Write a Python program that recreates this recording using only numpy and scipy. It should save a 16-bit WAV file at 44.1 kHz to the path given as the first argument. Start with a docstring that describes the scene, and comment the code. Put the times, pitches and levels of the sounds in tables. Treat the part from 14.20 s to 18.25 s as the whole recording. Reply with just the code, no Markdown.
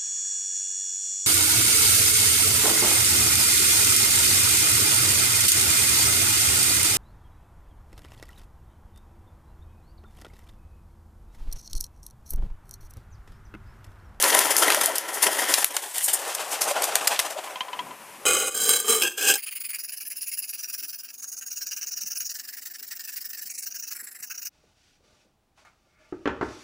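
"""A flock of pigeons bursts out of a small wooden loft and flies away past the microphone.
Each bird beats about eight or nine times a second, a hiss of feathers and a whoosh of air made from shaped noise.
Wing tips clap as paired noise cracks, quills crackle in dense ticks, and stiff flight feathers hoot briefly.
Inside, the boards resonate and reflect the flurry; outside, the last birds clap with a hollow ring of
gliding tones over a faint outdoor hush."""
import sys
import numpy as np
from scipy import signal
from scipy.fft import rfft, irfft
from scipy.io import wavfile
from scipy.ndimage import uniform_filter1d

SR = 44100
rng = np.random.default_rng(int(sys.argv[2]) if len(sys.argv) > 2 else 0)


def digitize_waveform(pressure):
    """Quantize a signal to 16-bit integers and store it at the path in sys.argv[1].

    Rows of a 2-D input are taken as channels; values are limited to [-1, 1].
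    """
    field = np.atleast_2d(pressure).T
    bounded = np.clip(field, -1, 1)
    quanta = np.round(bounded * 32767).astype(np.int16)
    wavfile.write(sys.argv[1], SR, quanta)


N = 178737
TIME = np.arange(N) / SR
FENCE_S, OPEN_S = 1.5, 2.0  # from here the birds are along the fence, then in the open


def undb(db):
    """Decibels to gain."""
    return 10 ** (np.asarray(db) / 20)


def unit(x):
    """Scale to rms 1 along time."""
    return x / np.sqrt(np.mean(x ** 2, axis=-1, keepdims=True) + 1e-20)


def add(out, x, start_s):
    """Mix x into out, starting at start_s seconds and trimmed to the scene."""
    start = int(start_s * SR)
    lo, hi = max(start, 0), min(start + len(x), N)
    out[lo:hi] += x[lo - start:hi - start]


def bins(n):
    """Frequencies in Hz of an n-sample spectrum, at least 1."""
    return np.maximum(np.fft.rfftfreq(n, 1 / SR), 1)


def colour(points, hz):
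    """Gain of a (Hz, dB) outline, drawn straight over log frequency."""
    at, db = np.transpose(points)
    return undb(np.interp(np.log(hz), np.log(at), db))


def walk(n, rate_hz):
    """A smooth random wander of rms 1, with rate_hz new targets per second."""
    knots = rng.standard_normal(n // 8 + 2)
    return unit(np.interp(np.arange(n) * rate_hz / SR, np.arange(len(knots)), knots))


def narrow_noise(n, hz, width_hz):
    """Turbulence inside one resonance."""
    resonance = 1 + (2 * (bins(n) - hz) / width_hz) ** 2
    return unit(irfft(rfft(rng.standard_normal(n)) / resonance, n))


def swell(t, rise_s):
    """Rises to 1 at the given time and dies away more slowly."""
    u = t / max(rise_s, 1e-4)
    return u * np.exp(1 - u)


# colour of the outdoor hush and microphone hiss: pitch_hz, level_db
HUSH_COLOUR = [(80, -30), (170, -12), (450, -4), (800, 9), (1000, 19), (1200, 10), (2500, 9.5),
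               (4000, -1.5), (7500, 2), (10000, 2.5), (15000, -4)]
# a low rustle near the end: time_s, level_db
RUSTLE_LEVELS = [(3.5, -74), (3.57, -55), (3.7, -46), (3.76, -60), (4.05, -56.5)]


def hush(hush_db=-46):
    """Outdoor air that wavers slightly, with a low uneven rustle and a thin hiss near the end."""
    air = unit(irfft(rfft(rng.standard_normal(N)) * colour(HUSH_COLOUR, bins(N)), N))
    air = air * undb(1.2 * walk(N, 9.5))
    thin_hiss = narrow_noise(N, hz=10700, width_hz=3500) * undb(np.interp(TIME, [3.6, 3.85], [-72, -56]))
    rustle = narrow_noise(N, hz=240, width_hz=500) * undb(1.4 * walk(N, 32))
    rustle_db = np.interp(TIME, *np.transpose(RUSTLE_LEVELS))
    return undb(hush_db) * air + thin_hiss + rustle * undb(rustle_db)


# low thumps under the loud claps: start_s, level_db
LOW_THUMPS = [(.147, -44), (.188, -51)]


def low_thumps(size=4096, rise_s=0.002, rumble_db=-78):
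    """Low thumps of swelling noise, the same on both channels, over a faint rumble on each channel by itself."""
    out, t = np.zeros(N), np.arange(size) / SR
    for start_s, level_db in LOW_THUMPS:
        thump = narrow_noise(size, hz=70, width_hz=210) * swell(t, rise_s)
        add(out, undb(level_db) * thump, start_s)
    rumble = np.array([narrow_noise(N, hz=80, width_hz=510) for channel in range(2)])
    return out + undb(rumble_db) * rumble


def reflections(x, size=8192, t60_s=0.14, loft_db=-13, open_db=-21):
    """Short scatter from boards and fence, weaker outside."""
    t = np.arange(size) / SR
    decay = np.exp(-np.log(1000) * t / t60_s)
    response = rng.standard_normal(size) * decay * (t > .003)
    send = undb(np.interp(TIME, [FENCE_S - .2, FENCE_S], [loft_db, open_db]))
    return signal.fftconvolve(x * send, unit(response) / np.sqrt(size))[:N]


# colour of the wing noise in the loft, along the fence and in the open: pitch_hz, level_db
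LOFT_COLOUR = [(80, -40), (184, -26), (318, -5.5), (655, -2.5), (1010, -6.5), (1180, -12.5), (1910, -1.5),
               (2330, -5.5), (3240, 0.5), (3860, -7.5), (7120, 0), (7950, -2), (9700, 4.5), (11800, 0.5),
               (13000, -5), (15000, -5.5)]
FENCE_COLOUR = [(114, -59), (210, -36), (298, -13), (451, -8), (850, -4.5), (1200, -14.5), (1900, 0.5),
                (2400, -8), (2950, 3), (4000, -3), (5850, 2), (8680, 13.5), (15000, 3)]
OPEN_COLOUR = [(80, -39), (250, -24), (285, -18), (590, -3.5), (797, -3), (971, -7.5), (1830, -8),
               (2330, -6.5), (2550, -3), (4120, -9.5), (8300, -0.5), (12000, -5), (15000, -12)]
# resonances between the loft's boards: pitch_hz, width_hz, boost_db
BOARD_MODES = [(325, 200, -0.5), (970, 190, 5), (1320, 220, 7), (1930, 600, 5)]


def place_colour(s, hz):
    """Wing colour where the birds are at time s; the loft adds its resonances."""
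    if s >= FENCE_S:
        return colour(FENCE_COLOUR if s < OPEN_S else OPEN_COLOUR, hz)
    boards_db = sum(boost_db / (1 + (2 * (hz - pitch_hz) / width_hz) ** 2)
                    for pitch_hz, width_hz, boost_db in BOARD_MODES)
    return colour(LOFT_COLOUR, hz) * undb(boards_db)


def registers(source, s, ripple):
    """Low, middle and high parts of a wing's turbulence, combed by a reflection off the bird's body."""
    n = len(source)
    hz = bins(n)
    lag_s = rng.uniform(0.00017, 0.001421)
    comb = np.abs(1 + ripple * np.exp(2j * np.pi * hz * lag_s))
    gain = place_colour(s, hz) * comb
    low, below_top = 1 / (1 + (hz / 1300) ** 8), 1 / (1 + (hz / 4500) ** 8)
    # square roots keep the summed power of the three bands whole
    shares = np.sqrt([low, below_top - low, 1 - below_top])
    return unit(irfft(rfft(source) * gain * shares, n))


def feathers(noise, air_db, hiss_db, vane_db=-3, rasp_db=1.5, rasp_hz=900, flap_db=2.0, flap_hz=240):
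    """Air whooshes low, vanes flap coarsely in the middle, barbs rasp finely as feathers slide together."""
    n = noise.shape[1]
    flap = unit(undb(flap_db * walk(n, flap_hz)))
    rasp = unit(undb(rasp_db * walk(n, rasp_hz)))
    air = noise[0] * undb(air_db)
    # the vanes' level follows both air and hiss
    vanes = flap * noise[1] * undb(0.58 * air_db + 0.42 * hiss_db + vane_db)
    barbs = rasp * noise[2] * undb(hiss_db)
    return air + vanes + barbs


def stroke(s, rise_s, release_s, air_db, hiss_db, size=8192, catch_db=1.5, catch_hz=170):
    """One sweep of a wing, uneven as its feathers catch and slip, coloured by where the birds are at time s."""
    t = np.arange(size) / SR
    noise = registers(rng.standard_normal(size), s, ripple=0.45)
    rise = np.sin(np.pi / 2 * np.minimum(t / rise_s, 1))
    release = np.exp(-(np.maximum(t - rise_s, 0) / release_s) ** 1.2)
    catch = unit(undb(catch_db * walk(size, catch_hz)))
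    return feathers(noise, air_db, hiss_db) * rise * release * catch


# flight feathers hooting briefly in a hard stroke: centre_s, pitch_hz, level_db, half_length_s
FEATHER_HOOTS = [(0.579, 645, -28.5, .016), (0.693, 685, -31.5, 0.02), (2.481, 610, -26, 0.009),
                 (2.518, 586, -28, 0.013), (3.041, 688, -36.5, 0.019), (3.171, 620, -35, 0.0083)]


def hoots(size=8192, sag_per_s=0.8, waver=0.06, rough_db=3.5):
    """A stiff flight feather flutters for a moment, roughly, its pitch sagging as the stroke slows."""
    out, t = np.zeros(N), (np.arange(size) - size / 2) / SR
    for centre_s, pitch_hz, level_db, half_length_s in FEATHER_HOOTS:
        pitch = pitch_hz * (1 - sag_per_s * t + waver * walk(size, 150))
        tone = np.sin(2 * np.pi * np.cumsum(pitch) / SR)
        flutter = unit(tone * undb(rough_db * walk(size, 150)))
        add(out, undb(level_db) * flutter * np.exp(-(t / half_length_s) ** 2), centre_s + t[0])
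    return out


def crackle(ticks_per_s=190, scatter_db=3.5, tick_s=0.0006, crackle_db=-7):
    """Quills snag on each other in dense ticks of uneven size, their level following the flock's hiss."""
    sizes = undb(scatter_db * np.clip(rng.standard_normal(N), -2, 2))
    ticks = (rng.random(N) < ticks_per_s / SR) * sizes
    decays = signal.lfilter([1], [1, -np.exp(-1 / (tick_s * SR))], ticks)
    grains = decays * rng.standard_normal(N)
    time_s, _, hiss_db = np.transpose(FLOCK_LEVELS)
    middle_and_high = registers(grains, 0, ripple=0)[1:].sum(axis=0)
    return unit(middle_and_high) * undb(np.interp(TIME, time_s, hiss_db) + crackle_db)


# cupped wings clapping further off: start_s, level_db, brightness_db
CUPPED_CLAPS = [(3.272, -31, -12), (3.357, -30, -0.5), (3.4061, -25, 3.5), (3.482, -29.5, -10.5),
                (3.53, -29, 2), (3.5901, -23.5, -2.5), (3.666, -39, -12), (3.708, -32.5, -12)]
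# the ring of a hollow clap, before detuning and brightness: pitch_hz, level_db, t60_s
CUPPED_MODES = [(1023, 3.5, 0.08), (1310, -7, 0.03), (2100, -2.5, 0.035), (2700, -12, 0.04),
                (3210, 3.5, 0.046), (4370, -9, 0.018), (6800, -8, .015)]


def hollow_claps(size=4096, contact_s=0.0019, slap_db=-7, slap_s=0.0023, waver=0.012, detune=0.013,
                 bend=0.11, bend_s=0.003):
    """Air between cupped wings rings, rising in pitch as the gap closes, while the feathers slap shut."""
    out, t = np.zeros(N), np.arange(size) / SR
    glide = 1 - bend * np.exp(-t / bend_s)
    for start_s, level_db, bright_db in CUPPED_CLAPS:
        ring = np.zeros(size)
        for pitch_hz, mode_db, t60_s in CUPPED_MODES:
            # brightness tilts the modes around 1 kHz; each also wavers in level
            tilt = undb(mode_db + bright_db * np.log10(pitch_hz / 1000) * 2 + 2 * walk(size, 300))
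            drift = 1 + detune * rng.standard_normal() + waver * walk(size, 270)
            phase = 2 * np.pi * (np.cumsum(pitch_hz * glide * drift) / SR + rng.random())
            ring += tilt * np.sin(phase) * np.exp(-np.log(1000) * t / t60_s)
        closing = 1 - np.exp(-t / contact_s)
        slap = narrow_noise(size, hz=2640, width_hz=2900) * np.sqrt(swell(t, slap_s))
        slap = slap * undb(slap_db + bright_db / 2)
        add(out, undb(level_db) * (ring * closing + slap), start_s)
    return out


# wing tips meeting close by, levels relative to each other:
# start_s, second_contact_lag_s, crack_db, knock_db, knock_hz, quill_shiver_db
TIP_CLAPS = [(0.0252, 0.00015, -6, -32, 2480, -22), (0.0406, 0.00057, -14, -16, 1490, -10),
             (0.1429, 0.0022, -16.5, -27, 1500, -1), (0.1488, 0.00075, -9.5, -14.5, 1480, -29),
             (0.1897, 0.00087, -8, -19, 2020, -6), (0.3661, 0.00047, -7.5, -28, 2500, -24),
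             (0.4238, 0.0017, -27, -18, 900, -11), (0.5022, 0.00065, -17, -12, 1600, -6),
             (0.521, 0.0015, -21, -15, 1500, -9), (.5463, 0.0004, -12.5, -17, 1000, -20),
             (.659, .0004, -9, -36, 2500, -17), (0.7821, 0.00038, -12.5, -42, 2490, -11),
             (1.339, 0.0017, -10, -11, 3320, -8), (1.346, 0.00089, -21, -26, 3120, -5),
             (1.4444, 0.00049, -6.5, -18, 2050, -24), (1.566, 0.00098, -15.5, -18.5, 3000, -5.5),
             (1.781, 0.0012, -18.5, -32, 3000, -2), (1.881, 0.0027, -18, -30, 1500, -9),
             (2.149, .001, -21, -36, 2980, -0.5), (2.4184, 0.00045, -14.5, -26.5, 1200, -4),
             (2.62, 0.0024, -18, -25, 1500, -2), (2.641, 0.00043, -15, -29, 2000, -12),
             (2.7545, 0.0012, -8.5, -13.5, 1000, -23), (2.873, 0.003, -10, -16, 1850, -3),
             (2.9916, .0005, -14, -14.5, 2270, -9), (2.9961, .003, -15, -17.5, 2280, -4.5)]
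TIP_RISE_S, CLAP_RISE_S = 0.00031, 0.00043  # the tips snap together first, then the rest of the wings
FIRST_CONTACT_DB = -2.5  # the first contact against the second


def claps(size=4096, clap_db=1.1, knock_q=0.66, shiver_s=0.0031, tail_db=-25, tail_s=0.039):
    """Two brief cracks as the wings meet; the trapped air knocks and the quills shiver on."""
    out, t, hz = np.zeros(N), (np.arange(size) - size / 2) / SR, bins(size)
    after = np.maximum(t, 0)
    for start_s, lag_s, crack_db, knock_db, knock_hz, shiver_db in TIP_CLAPS:
        quills = undb(shiver_db) * np.exp(-after / shiver_s) + undb(tail_db) * np.exp(-after / tail_s)
        cavity = 1 / (1 + 1j * knock_q * (hz / knock_hz - knock_hz / hz))
        cavity = cavity / (1 + (hz / 6000) ** 4) / (1 + (450 / hz) ** 4)
        contacts = ((start_s, FIRST_CONTACT_DB, TIP_RISE_S), (start_s + lag_s, 0, CLAP_RISE_S))
        for contact_s, contact_db, rise_s in contacts:
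            shape = np.maximum(swell(after, rise_s), quills * (t > 0))
            contact = rng.standard_normal(size) * shape
            crack = registers(contact, start_s, ripple=.45)[2]
            knock = unit(irfft(rfft(contact) * cavity, size))
            burst = undb(crack_db) * crack + undb(knock_db) * knock
            burst = burst * np.sqrt(np.mean(shape ** 2))
            add(out, undb(contact_db + clap_db) * burst, contact_s + t[0])
    return out


# single strokes that stand out of the flurry: start_s, rise_s, release_s, air_db, hiss_db
SINGLE_STROKES = [(.026, .006, .035, -28.5, -24), (.302, 0.0086, 0.014, -28, -19),
                  (.374, .008, 0.028, -61, -18), (.416, 0.011, .022, -28, -22.5),
                  (0.457, 0.027, 0.0056, -23.5, -28), (.607, 0.0081, 0.0073, -29.5, -20),
                  (0.632, 0.007, 0.012, -30, -19.5), (.752, 0.008, 0.011, -41, -24),
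                  (.877, 0.013, .011, -38, -32), (0.926, 0.016, 0.032, -64, -28),
                  (1.019, 0.018, 0.013, -28, -15), (1.057, 0.011, 0.014, -25.5, -24),
                  (1.107, 0.019, 0.025, -35, -28.5), (1.178, 0.016, 0.018, -28.5, -28.5),
                  (1.214, 0.011, 0.017, -28, -30), (1.278, 0.021, 0.034, -30, -25.5),
                  (1.371, 0.017, 0.017, -29.5, -25), (1.419, 0.0074, 0.012, -32, -30),
                  (1.497, 0.014, 0.017, -41, -40), (1.537, 0.012, 0.042, -35.5, -35.5),
                  (1.615, 0.023, .035, -39, -37), (1.736, 0.027, 0.029, -41, -30.5),
                  (1.815, 0.038, 0.02, -69, -21), (1.878, 0.0066, 0.027, -35.5, -22.5),
                  (1.929, 0.01, 0.017, -44.5, -17), (2.313, 0.017, 0.018, -35.5, -27.5),
                  (2.405, 0.015, 0.034, -37, -24.5), (2.47, 0.014, 0.03, -33.5, -26),
                  (2.554, 0.012, 0.02, -26, -40), (2.632, 0.0071, 0.035, -37.5, -27),
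                  (2.903, 0.02, 0.021, -26, -30.5), (3.035, 0.03, 0.0083, -30.5, -35),
                  (3.097, 0.011, 0.023, -38, -36.5), (3.169, 0.026, 0.0056, -32.5, -44),
                  (3.234, 0.0068, 0.015, -35.5, -41.5), (3.29, 0.023, 0.019, -40, -50)]


def swipes():
    """Wings that sweep once past the microphone, each a single swell of air and feather hiss."""
    out = np.zeros(N)
    for start_s, rise_s, release_s, air_db, hiss_db in SINGLE_STROKES:
        add(out, stroke(start_s, rise_s, release_s, air_db, hiss_db), start_s)
    return out


# birds beating steadily past the microphone: first_beat_s, end_s, beats_hz, hiss_db, air_db, fade_db_per_s
PASSING_BIRDS = [(.094, .7, 9.3, -19, -25, 25), (2.503, 2.85, 7.95, -29, -29.5, 2)]
# one wingbeat: the feathers flick at the top, then the downstroke pushes air a share of the cycle later
FLICK_RISE_S, FLICK_RELEASE_S = 0.0094, 0.0069
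DOWN_SHARE, DOWN_RISE_S, DOWN_RELEASE_S = .4, 0.013, 0.023
FLICK_AIR_DB, DOWN_HISS_DB = -1, -31  # air in a flick and hiss in a downstroke, below their full level
DULLING = 0.25  # with distance the hiss fades faster than the air, by this share


def flights():
    """Each bird beats at its own rate, a hissing flick then a whoosh, fading and dulling as it draws away."""
    out = np.zeros(N)
    for first_s, end_s, beats_hz, near_hiss_db, near_air_db, fade_db_per_s in PASSING_BIRDS:
        for beat_s in np.arange(first_s, end_s, 1 / beats_hz):
            away_db = fade_db_per_s * (beat_s - first_s)
            air_db = near_air_db - away_db
            hiss_db = near_hiss_db - away_db * (1 + DULLING)
            flick = stroke(beat_s, FLICK_RISE_S, FLICK_RELEASE_S, air_db + FLICK_AIR_DB, hiss_db)
            down = stroke(beat_s, DOWN_RISE_S, DOWN_RELEASE_S, air_db, hiss_db + DOWN_HISS_DB)
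            add(out, flick, beat_s)
            add(out, down, beat_s + DOWN_SHARE / beats_hz)
    return out


# the rest of the flock, levels before its overall trim: time_s, air_db, hiss_db
FLOCK_LEVELS = [(0.0, -33, -26), (0.15, -26, -25), (0.34, -33, -28.5), (0.5, -26.5, -27),
                (0.65, -32.5, -30.5), (0.85, -37.5, -43), (0.99, -37.5, -36), (1.07, -29, -32.5),
                (1.16, -34, -33), (1.42, -36.5, -27), (1.455, -49, -43), (1.7, -48.5, -41.5),
                (1.81, -47.5, -28), (1.855, -53, -45), (1.88, -41, -39), (2.0, -36.5, -37.5),
                (2.29, -37, -36.5), (2.42, -34.5, -40), (2.6, -31, -38.5), (2.97, -36, -37.5),
                (3.14, -43.5, -50), (3.68, -44, -66), (3.78, -50, -62), (4.05, -50, -58)]


def flock(count=5, beat_hz=8.1, depth=1.34, flock_db=-1.0, ragged_db=2.0, ragged_hz=60):
    """Several birds beat at slightly different rates, so that their strokes overlap into a flutter."""
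    time_s, air_db, hiss_db = np.transpose(FLOCK_LEVELS)
    rates = beat_hz * (1 + 0.108 * rng.standard_normal(count))
    phases = (rates[:, None] * TIME + rng.random((count, 1))) % 1
    power = np.mean(swell(phases, 0.13) ** 2, axis=0)  # here the rise is a share of the beat
    power = power / uniform_filter1d(power, SR // 8)
    beating = np.sqrt((1 + depth * power) / (1 + depth))
    # the colour changes as the birds leave the loft and then clear the fence
    left_loft, left_fence = (np.clip((TIME - at) / 0.36 + .5, 0, 1) for at in (FENCE_S, OPEN_S))
    places = [(0, 1 - left_loft), (FENCE_S, left_loft - left_fence), (OPEN_S, left_fence)]
    noise = sum(np.sqrt(share) * registers(rng.standard_normal(N), at, ripple=0) for at, share in places)
    # wings turn and shade each other, so each register flickers by itself
    noise = noise * unit(undb(ragged_db * np.array([walk(N, ragged_hz) for register in noise])))
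    air_curve_db, hiss_curve_db = np.interp(TIME, time_s, air_db), np.interp(TIME, time_s, hiss_db)
    return undb(flock_db) * beating * feathers(noise, air_curve_db, hiss_curve_db)


BALANCE_DRIFT_DB, BALANCE_DRIFT_HZ = 1.0, 9.2  # a slow random drift of the stereo balance
WIDENING_DB = -15.5  # a faint opposite-sign part of the reflections that widens the sound


def scene():
    """All the wings, with a slight drift of balance, their reflections and the background."""
    wings = hoots() + crackle() + hollow_claps() + claps() + swipes() + flights() + flock()
    signs = np.array([[1], [-1]])
    drift = undb(BALANCE_DRIFT_DB * walk(N, BALANCE_DRIFT_HZ) * signs / 2)
    widening = undb(WIDENING_DB) * reflections(wings) * signs
    return wings * drift + reflections(wings) + widening + hush()


# balance of the two channels: pitch_hz, left_minus_right_db
CHANNEL_BALANCE = [(100, 5), (500, 3.5), (1900, 3.5), (2600, 0.6), (10300, 3), (13500, 0.5)]


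def record(dry, low_cut_hz=130, top_hz=15300):
    """Peaks over full scale clip; bass and top are cut; low thumps join; the left channel is a little louder."""
    balance = colour(CHANNEL_BALANCE, bins(N)) ** np.array([[.5], [-.5]])
    ports, thumps = (irfft(rfft(x) * balance, N) for x in (dry, low_thumps()))
    low_cut = signal.butter(3, low_cut_hz, "high", fs=SR, output="sos")
    thin = signal.sosfilt(low_cut, np.clip(ports, -1, 1))
    # the thumps join after the bass cut and keep their low end
    top_cut = signal.ellip(10, .2, 70, top_hz, fs=SR, output="sos")
    return signal.sosfilt(top_cut, thin + thumps)


dry = scene()
out = record(dry)
digitize_waveform(out)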